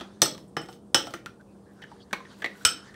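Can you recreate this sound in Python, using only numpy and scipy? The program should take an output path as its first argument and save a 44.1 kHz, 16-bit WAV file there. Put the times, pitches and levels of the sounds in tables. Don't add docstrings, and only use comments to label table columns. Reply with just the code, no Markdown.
import sys
import numpy as np
from scipy import signal
from scipy.fft import rfft, irfft, next_fast_len
from scipy.io import wavfile
from scipy.ndimage import uniform_filter1d, map_coordinates

SR = 44100
rng = np.random.default_rng(int(sys.argv[2]) if len(sys.argv) > 2 else 0)


def boost_factor(decibels):
    exponent = np.asarray(decibels, float) / 20
    return 10 ** exponent


def transcribe(u):
    v = np.clip(np.atleast_2d(u).T, -1, 1)
    q = np.round(v * 32767).astype(np.int16)
    wavfile.write(sys.argv[1], SR, q)


N = 130095

# (frequency [Hz], width [Hz], level [dB])
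SPOON_MODES = [(1835, 160, -1.5), (2550, 370, 0.5), (3444, 520, 3), (4440, 530, 4.5), (5806, 340, 1),
               (6236, 290, 3.5), (7970, 1300, -9.5), (9304, 310, -0.5), (9260, 490, -8), (13800, 900, -13),
               (15800, 650, -22)]
# (frequency [Hz], width [Hz], level [dB])
COUNTER_MODES = [(150, 69, -8.5), (340, 37.8, 0.5), (393.7, 75, -4.5), (592, 230, -6), (852, 80, -4),
                 (1210, 160, -7.5)]
THUD_T60 = 0.036
BLOW_S = 0.00055


def unit(x):
    return x / np.sqrt(np.mean(x ** 2) + 1e-20)


def along(points, hz):
    f, v = np.transpose(points)
    return np.interp(np.log(hz + 1), np.log(f + 1), v)


def wobble(rate):
    knots = rng.standard_normal(int(N * rate / SR) + 4)
    return map_coordinates(knots, [np.arange(N) * rate / SR])


def filtered(x, response):
    m = next_fast_len(x.shape[-1] + 8192)
    return irfft(rfft(x, m) * response(np.fft.rfftfreq(m, 1 / SR)), m)[..., :x.shape[-1]]


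def evened(x):
    z = rfft(x)
    lumps = uniform_filter1d(np.abs(z) ** 2, size=int(250 * len(x) / SR))
    return irfft(z / np.sqrt(np.abs(lumps) + 1e-20), len(x))


def body(peaks, tilt_db=0, broad=0):
    def response(f):
        total = broad
        for k, (c, w, db) in enumerate(peaks):
            total = total + (-1) ** k * boost_factor(db) * 1j * f * w / (c * c - f * f + 1j * f * w)
        return boost_factor(tilt_db * np.log2((f + 300) / 3000)) * total
    return response


def burst(t, t60, response, rise=BLOW_S):
    start = np.minimum(t / max(rise, 1e-4), 1)
    strike = 1.4 * boost_factor(-60 * t / 0.003)
    shape = (boost_factor(-60 * t / t60) + strike) * start
    force = evened(rng.standard_normal(len(t)) * shape) * start * (t < t[-1] / 2)
    x = filtered(force, response)
    return x / np.abs(x).max()


def kitchen(x, wet_db=0):
    # (frequency [Hz], t60 [s])
    room_decay = [(150, 0.73), (1000, 0.24), (4000, 0.27), (9000, 0.18), (16000, 0.24)]
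    room_db, wall_s = -5.5, 0.0067
    hz, t, z = signal.stft(rng.standard_normal(len(x)), SR, nperseg=256)
    tail = signal.istft(z * boost_factor(-60 * t / along(room_decay, hz)[:, None]), SR, nperseg=256)[1]
    tail = tail / (1e-9 + np.abs(tail).max())
    tail = filtered(evened(tail), lambda f: np.sqrt(along(room_decay, f)))
    i = np.arange(len(tail))
    tail = tail * np.clip(i / SR / wall_s, 0, 1)
    tail = tail * np.clip(5 - 5 * i / len(tail), 0, 1)
    tail = tail / np.linalg.norm(tail)
    return x + boost_factor(room_db + wet_db) * signal.fftconvolve(x, tail)[:len(x)]


def room_tone():
    # (frequency [Hz], density [dB per Hz])
    air_spectrum = [(22, -40.5), (48, -0.5), (298, -2.5), (1150, -20), (1570, -32.5), (2100, -39.5),
                    (8990, -38.5), (15200, -51), (16500, -39.5)]
    # (frequency [Hz], level [dB rms])
    fridge = [(120, -68), (199, -56.5), (300, -78), (394, -68.5), (473, -66)]
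    t = np.arange(N) / SR
    air = unit(filtered(rng.standard_normal(N), lambda f: boost_factor(along(air_spectrum, f))))
    air = air * boost_factor(-53 + 0.87 * wobble(6))
    hiss_band = body([(8800, 2130, 0)])
    hiss = boost_factor(-82.5) * unit(filtered(rng.standard_normal(N), lambda f: hiss_band(f) ** 3))
    hum = 0
    for hz, db in fridge:
        level = np.sqrt(2) * boost_factor(db + 2.5 * wobble(16))
        hum = hum + level * np.sin(2 * np.pi * hz * t + 1.2 * wobble(9))
    return air + hiss + hum


def paste():
    # (time [s], level [dB])
    effort = [(0.0, -54), (0.149, -64), (0.81, -94), (1.0, -80), (1.121, -72), (1.331, -83), (1.619, -74),
              (1.88, -64.5), (2.13, -66), (2.28, -58), (2.5, -62.5), (2.62, -55), (2.77, -54),
              (2.95, -57.5)]
    # (frequency [Hz], density [dB per Hz])
    paste_spectrum = [(400, -31.5), (900, 5.5), (1600, 9.5), (2400, -4.5), (4200, -0.5), (6000, -5),
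                      (10000, -13.5), (16000, -45.5)]
    grains_per_s, grain_db, patch_db = 500, 1.5, 2.5
    s, db = np.transpose(effort)
    hits = rng.random(N) < grains_per_s / SR
    grit = hits * rng.standard_normal(N) * boost_factor(grain_db * rng.exponential(size=N))
    smear = unit(grit) + 2.5 * rng.standard_normal(N)
    z = signal.stft(smear, nperseg=512)[2]
    patches = uniform_filter1d(uniform_filter1d(rng.standard_normal(z.shape), 8, 0), 5, 1)
    smear = signal.istft(z * boost_factor(patch_db * unit(patches)), nperseg=512)[1][:N]
    level_db = np.interp(np.arange(N) / SR, s, db) + 1.8 * wobble(22)
    return unit(filtered(smear, lambda f: boost_factor(along(paste_spectrum, f)))) * boost_factor(level_db)


def contact_time():
    return np.arange(2 * SR // 5) / SR


def knocks():
    # (time [s], level [dB], hollow pitch [Hz], crack level [dB], rise [s])
    blows = [(.258, -25.5, 1290, -60, 0.0013), (1.137, -30, 1365, -34, 0.00047),
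             (1.26, -30.5, 1393, -27, 0.00018), (.687, -34.5, 743, -56, 0.00048),
             (1.07, -32.5, 719, -60, 0.0013), (0.347, -44, 1180, -38, 0.0012),
             (.378, -49.5, 930, -36, 0.00095), (.479, -56, 8400, -69.5, 0.00038),
             (0.491, -65, 8400, -73, 0.0027), (.0, -37.5, 3170, -44, 0.00032),
             (.009, -39, 3370, -50.5, .0005), (1.824, -40, 3020, -57.5, 0.00066),
             (2.446, -32, 4180, -60, .0004), (2.633, -65, 3440, -49, .001),
             (1.406, -63.5, 1440, -58, 0.0077), (1.816, -39, 1820, -44.5, 0.004),
             (1.837, -35.5, 1650, -43.5, 0.00089), (1.915, -41, 900, -52, 0.00045),
             (2.108, -44, 1560, -47, 0.0021), (2.129, -20.5, 1560, -19.5, 0.00025),
             (2.13, -24.5, 1050, -30.5, 0.0017), (2.132, -19, 2240, -25.5, 0.00081),
             (2.202, -37, 1055, -52, 0.0011), (2.2512, -40.5, 1840, -60, 0.00043),
             (2.418, -27.5, 1730, -35, 0.0043), (2.4435, -16.5, 1906, -29, 0.00016),
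             (2.458, -22.5, 2050, -31, 0.0016), (2.551, -42, 1540, -59, 0.0017),
             (2.939, -42.5, 1760, -46, 0.004)]
    hollow_q, overtone = 5.5, 1.9
    out, t = np.zeros(N + SR), contact_time()
    for s, db, hz, crack_db, rise in blows:
        cavity = body([(hz, hz / hollow_q, 0), (overtone * hz, overtone * hz / hollow_q, -10)])
        hollow = burst(t, 0.041, lambda f: cavity(f) ** 2, rise)
        thud = boost_factor(-8.5) * burst(t, THUD_T60, body(COUNTER_MODES), rise)
        crack = burst(t, 0.022, body(SPOON_MODES, -4.5, boost_factor(-8)), rise)
        blow = boost_factor(db) * (hollow + thud) + boost_factor(crack_db) * crack
        out[round(s * SR):][:len(t)] += kitchen(blow, -4)
    return out[:N]


def shares(table, s):
    return next((np.array(row[1:]) for row in table if abs(row[0] - s) < .01), np.zeros(4))


def ring(t, tilt_db, spot_db):
    # (frequency [Hz], level [dB], t60 [s])
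    wall_modes = [(1323, -7, 0.19), (1429, -6, 0.13), (3008, -1.5, 0.2), (3127, -4, .12), (3210, -12, .12),
                  (5237, -5, 0.14), (5340, -2, 0.079), (5290, -5.5, .1), (5890, -10, 0.083), (8120, 0, 0.1),
                  (8040, -3, 0.083), (8030, -4.5, 0.039), (11470, -22.5, 0.13), (11840, -14, 0.11)]
    family_edges = [2000, 4000, 7000]
    longest_t60, shake_per_s, shake_db = .18, 140, -3
    after_db, after_t60, after_hz = -13, .42, 12000
    total = 0
    for hz, db, t60 in wall_modes:
        knots = rng.standard_normal((4, int(len(t) * shake_per_s / SR) + 4))
        a, b, c, d = [map_coordinates(k, [t * shake_per_s]) for k in knots]
        shake = 1 + boost_factor(shake_db) * min(hz / 5500, 1) * (a + 1j * b)
        glow = boost_factor(after_db - 60 * t / after_t60 * (1 + hz / after_hz)) * (c + 1j * d)
        shape = boost_factor(-60 * t / min(t60, longest_t60)) * shake + glow
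        level_db = db + spot_db[np.searchsorted(family_edges, hz)] + tilt_db * np.log2(hz / 3000)
        total = total + boost_factor(level_db) * np.imag(shape * np.exp(2j * np.pi * hz * t))
    return total * np.minimum(t / BLOW_S, 1)


def clinks():
    # (time [s], ring level [dB], crack level [dB], thud level [dB], brightness [dB per octave])
    blows = [(.009, -56, -36, -31.5, -13.5), (.218, -27.5, -6.5, -13.5, 1.5), (.567, -36, -26, -18.5, -8.5),
             (0.615, -50, -52, -58, -4), (0.659, -63, -50, -57, -4), (0.686, -56, -42, -59, -5),
             (0.727, -62.5, -46.5, -56, -0.5), (.945, -22, -11, -14.5, -1.5),
             (1.069, -50, -37.5, -38, -3.5), (1.107, -77, -45.5, -41, 6), (1.138, -54, -30, -29, 3.5),
             (2.65, -18, -10.5, -30.5, -3)]
    # (time [s], mode level near 1.4, 3, 5.3 and 8 kHz [dB each])
    spots = [(.218, -4.5, -4.5, 8, 5.5), (.567, -6, -2, 7.5, -4), (.614, -4.5, -4.5, -9, -1),
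             (.945, -2.5, 0, 3.5, -4), (.009, -5, 1, 0.5, 0.5), (1.069, 7, 0, -7, -0.5),
             (1.137, -17, 4.5, -6, -11.5), (2.65, -3, -2, 2, 2.5)]
    # (time [s], mode level near 1.9, 2.5, 3.5 and 4.4 kHz [dB each])
    grips = [(.218, 2, -3, -2.5, -1.5), (.567, 17.5, 2, 2, -2), (.614, 0, -3.5, -3, -4),
             (.945, 7.5, -0.5, -1, -6), (1.137, 14.5, 11, -2, -3.5), (2.65, -28, 3, 0, -1.5)]
    # (frequency [Hz], level [dB])
    skirts = [(1370, -5), (3050, -2.5), (5340, -5), (8100, -1.5)]
    skirt_hz, skirt_db, skirt_t60 = 420, 11, .045
    in_room = .55
    out, t = np.zeros(N + SR), contact_time()
    for s, ring_db, crack_db, thud_db, tilt_db in blows:
        spot_db = shares(spots, s)
        damped = [(hz, skirt_hz, db + d) for (hz, db), d in zip(skirts, spot_db)]
        skirt = burst(t, skirt_t60, body(damped, tilt_db))
        grip_db = np.pad(shares(grips, s), (0, len(SPOON_MODES)))
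        held = [(hz, w, db + d) for (hz, w, db), d in zip(SPOON_MODES, grip_db)]
        steel = body(held, 0.5 * tilt_db, boost_factor(-18.5))
        snap = boost_factor(2.5) * burst(t, 0.012, steel, rise=0)
        crack = burst(t, 0.041, steel) + snap
        wall = boost_factor(ring_db) * ring(t, tilt_db, spot_db)
        thud = boost_factor(thud_db) * burst(t, THUD_T60, body(COUNTER_MODES))
        blow = in_room * wall + boost_factor(ring_db + skirt_db) * skirt + boost_factor(crack_db) * crack + thud
        out[round(s * SR):][:len(t)] += (1 - in_room) * wall + kitchen(blow)
    return out[:N]


def bumps():
    # (time [s], level [dB], pitch [Hz])
    thumps = [
        (.010, -38, 250),
        (0.222, -33.5, 105),
        (0.568, -42, 150),
        (1.832, -42.5, 150),
        (2.649, -29, 85),
    ]
    out, t = np.zeros(N + SR), contact_time()
    for s, db, hz in thumps:
        out[round(s * SR):][:len(t)] += boost_factor(db - 60 * t / 0.091) * np.sin(2 * np.pi * hz * t)
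    return out[:N]


def swell(s, long):
    return np.sin(np.pi * np.clip((np.arange(N) / SR - s) / long, 0, 1))


def scrape():
    # (start [s], length [s], level [dB])
    strokes = [
        (0.01, .1, -93),
        (0.3, 0.11, -60),
        (0.363, 0.12, -65.5),
        (0.582, 0.23, -63.5),
        (0.982, 0.19, -58),
        (1.697, .12, -71.5),
        (2.28, 0.35, -66.5),
        (2.5, 0.23, -64),
        (2.85, 0.11, -76),
    ]
    ticks_per_s = 1300
    ticks = (rng.random(N) < ticks_per_s / SR) * rng.standard_normal(N)
    rough = unit(ticks) + 1.3 * rng.standard_normal(N)
    drag = unit(filtered(rough, body(SPOON_MODES, -3, boost_factor(11))))
    return drag * sum(boost_factor(db) * swell(s, long) for s, long, db in strokes)


def wet_rubs():
    # (start [s], length [s], level [dB], frequency [Hz])
    songs = [(.86, 0.065, -79.5, 8020), (1.394, 0.027, -62.5, 1500), (1.465, 0.093, -77, 2550),
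             (1.54, 0.033, -68, 1540), (1.658, 0.075, -65, 1685), (1.738, 0.15, -61.5, 1498),
             (2.004, 0.045, -65.5, 4500), (1.993, 0.046, -65, 3350), (2.286, 0.072, -74, 4500),
             (2.292, 0.039, -69, 3200), (2.607, 0.021, -54, 1460), (2.534, 0.0096, -63, 8000),
             (2.556, .016, -69, 9000), (2.63, .01, -63, 7500), (2.856, 0.089, -58, 1830)]
    q = 6.9
    noise, total = rng.standard_normal(N), 0
    for s, long, db, hz in songs:
        band = body([(hz, hz / q, 0)])
        total = total + boost_factor(db) * swell(s, long) * unit(filtered(noise, lambda f: band(f) ** 2))
    return total


def scene():
    # (frequency [Hz], side over mid [dB])
    uneven = [(60, -61.5), (200, -56.5), (600, -36.5), (1500, -33), (3500, -34.5), (8100, -27.5),
              (12000, -39.5)]
    pressure = boost_factor(3.9 * wobble(33))
    friction = (scrape() + wet_rubs()) * pressure
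    mid = room_tone() + paste() + knocks() + clinks() + bumps() + friction
    side = filtered(mid, lambda f: boost_factor(along(uneven, f)))
    return np.array([mid - side, mid + side])


def top_cut(x):
    return signal.sosfilt(signal.butter(12, 17070, fs=SR, output="sos"), x)


def record(dry):
    ceiling, low_hz, top_hz = .95, 65, 15750
    soft = dry / (1 + np.abs(dry / ceiling) ** 6) ** (1 / 6)

    def band(f):
        low_cut = (1j * f / (low_hz + 1j * f)) ** 2
        return low_cut * (0.026 + 1 / (1 + (f / top_hz) ** 300))
    mix = filtered(soft, band)
    return top_cut(mix)


dry = scene()
out = record(dry)
transcribe(out)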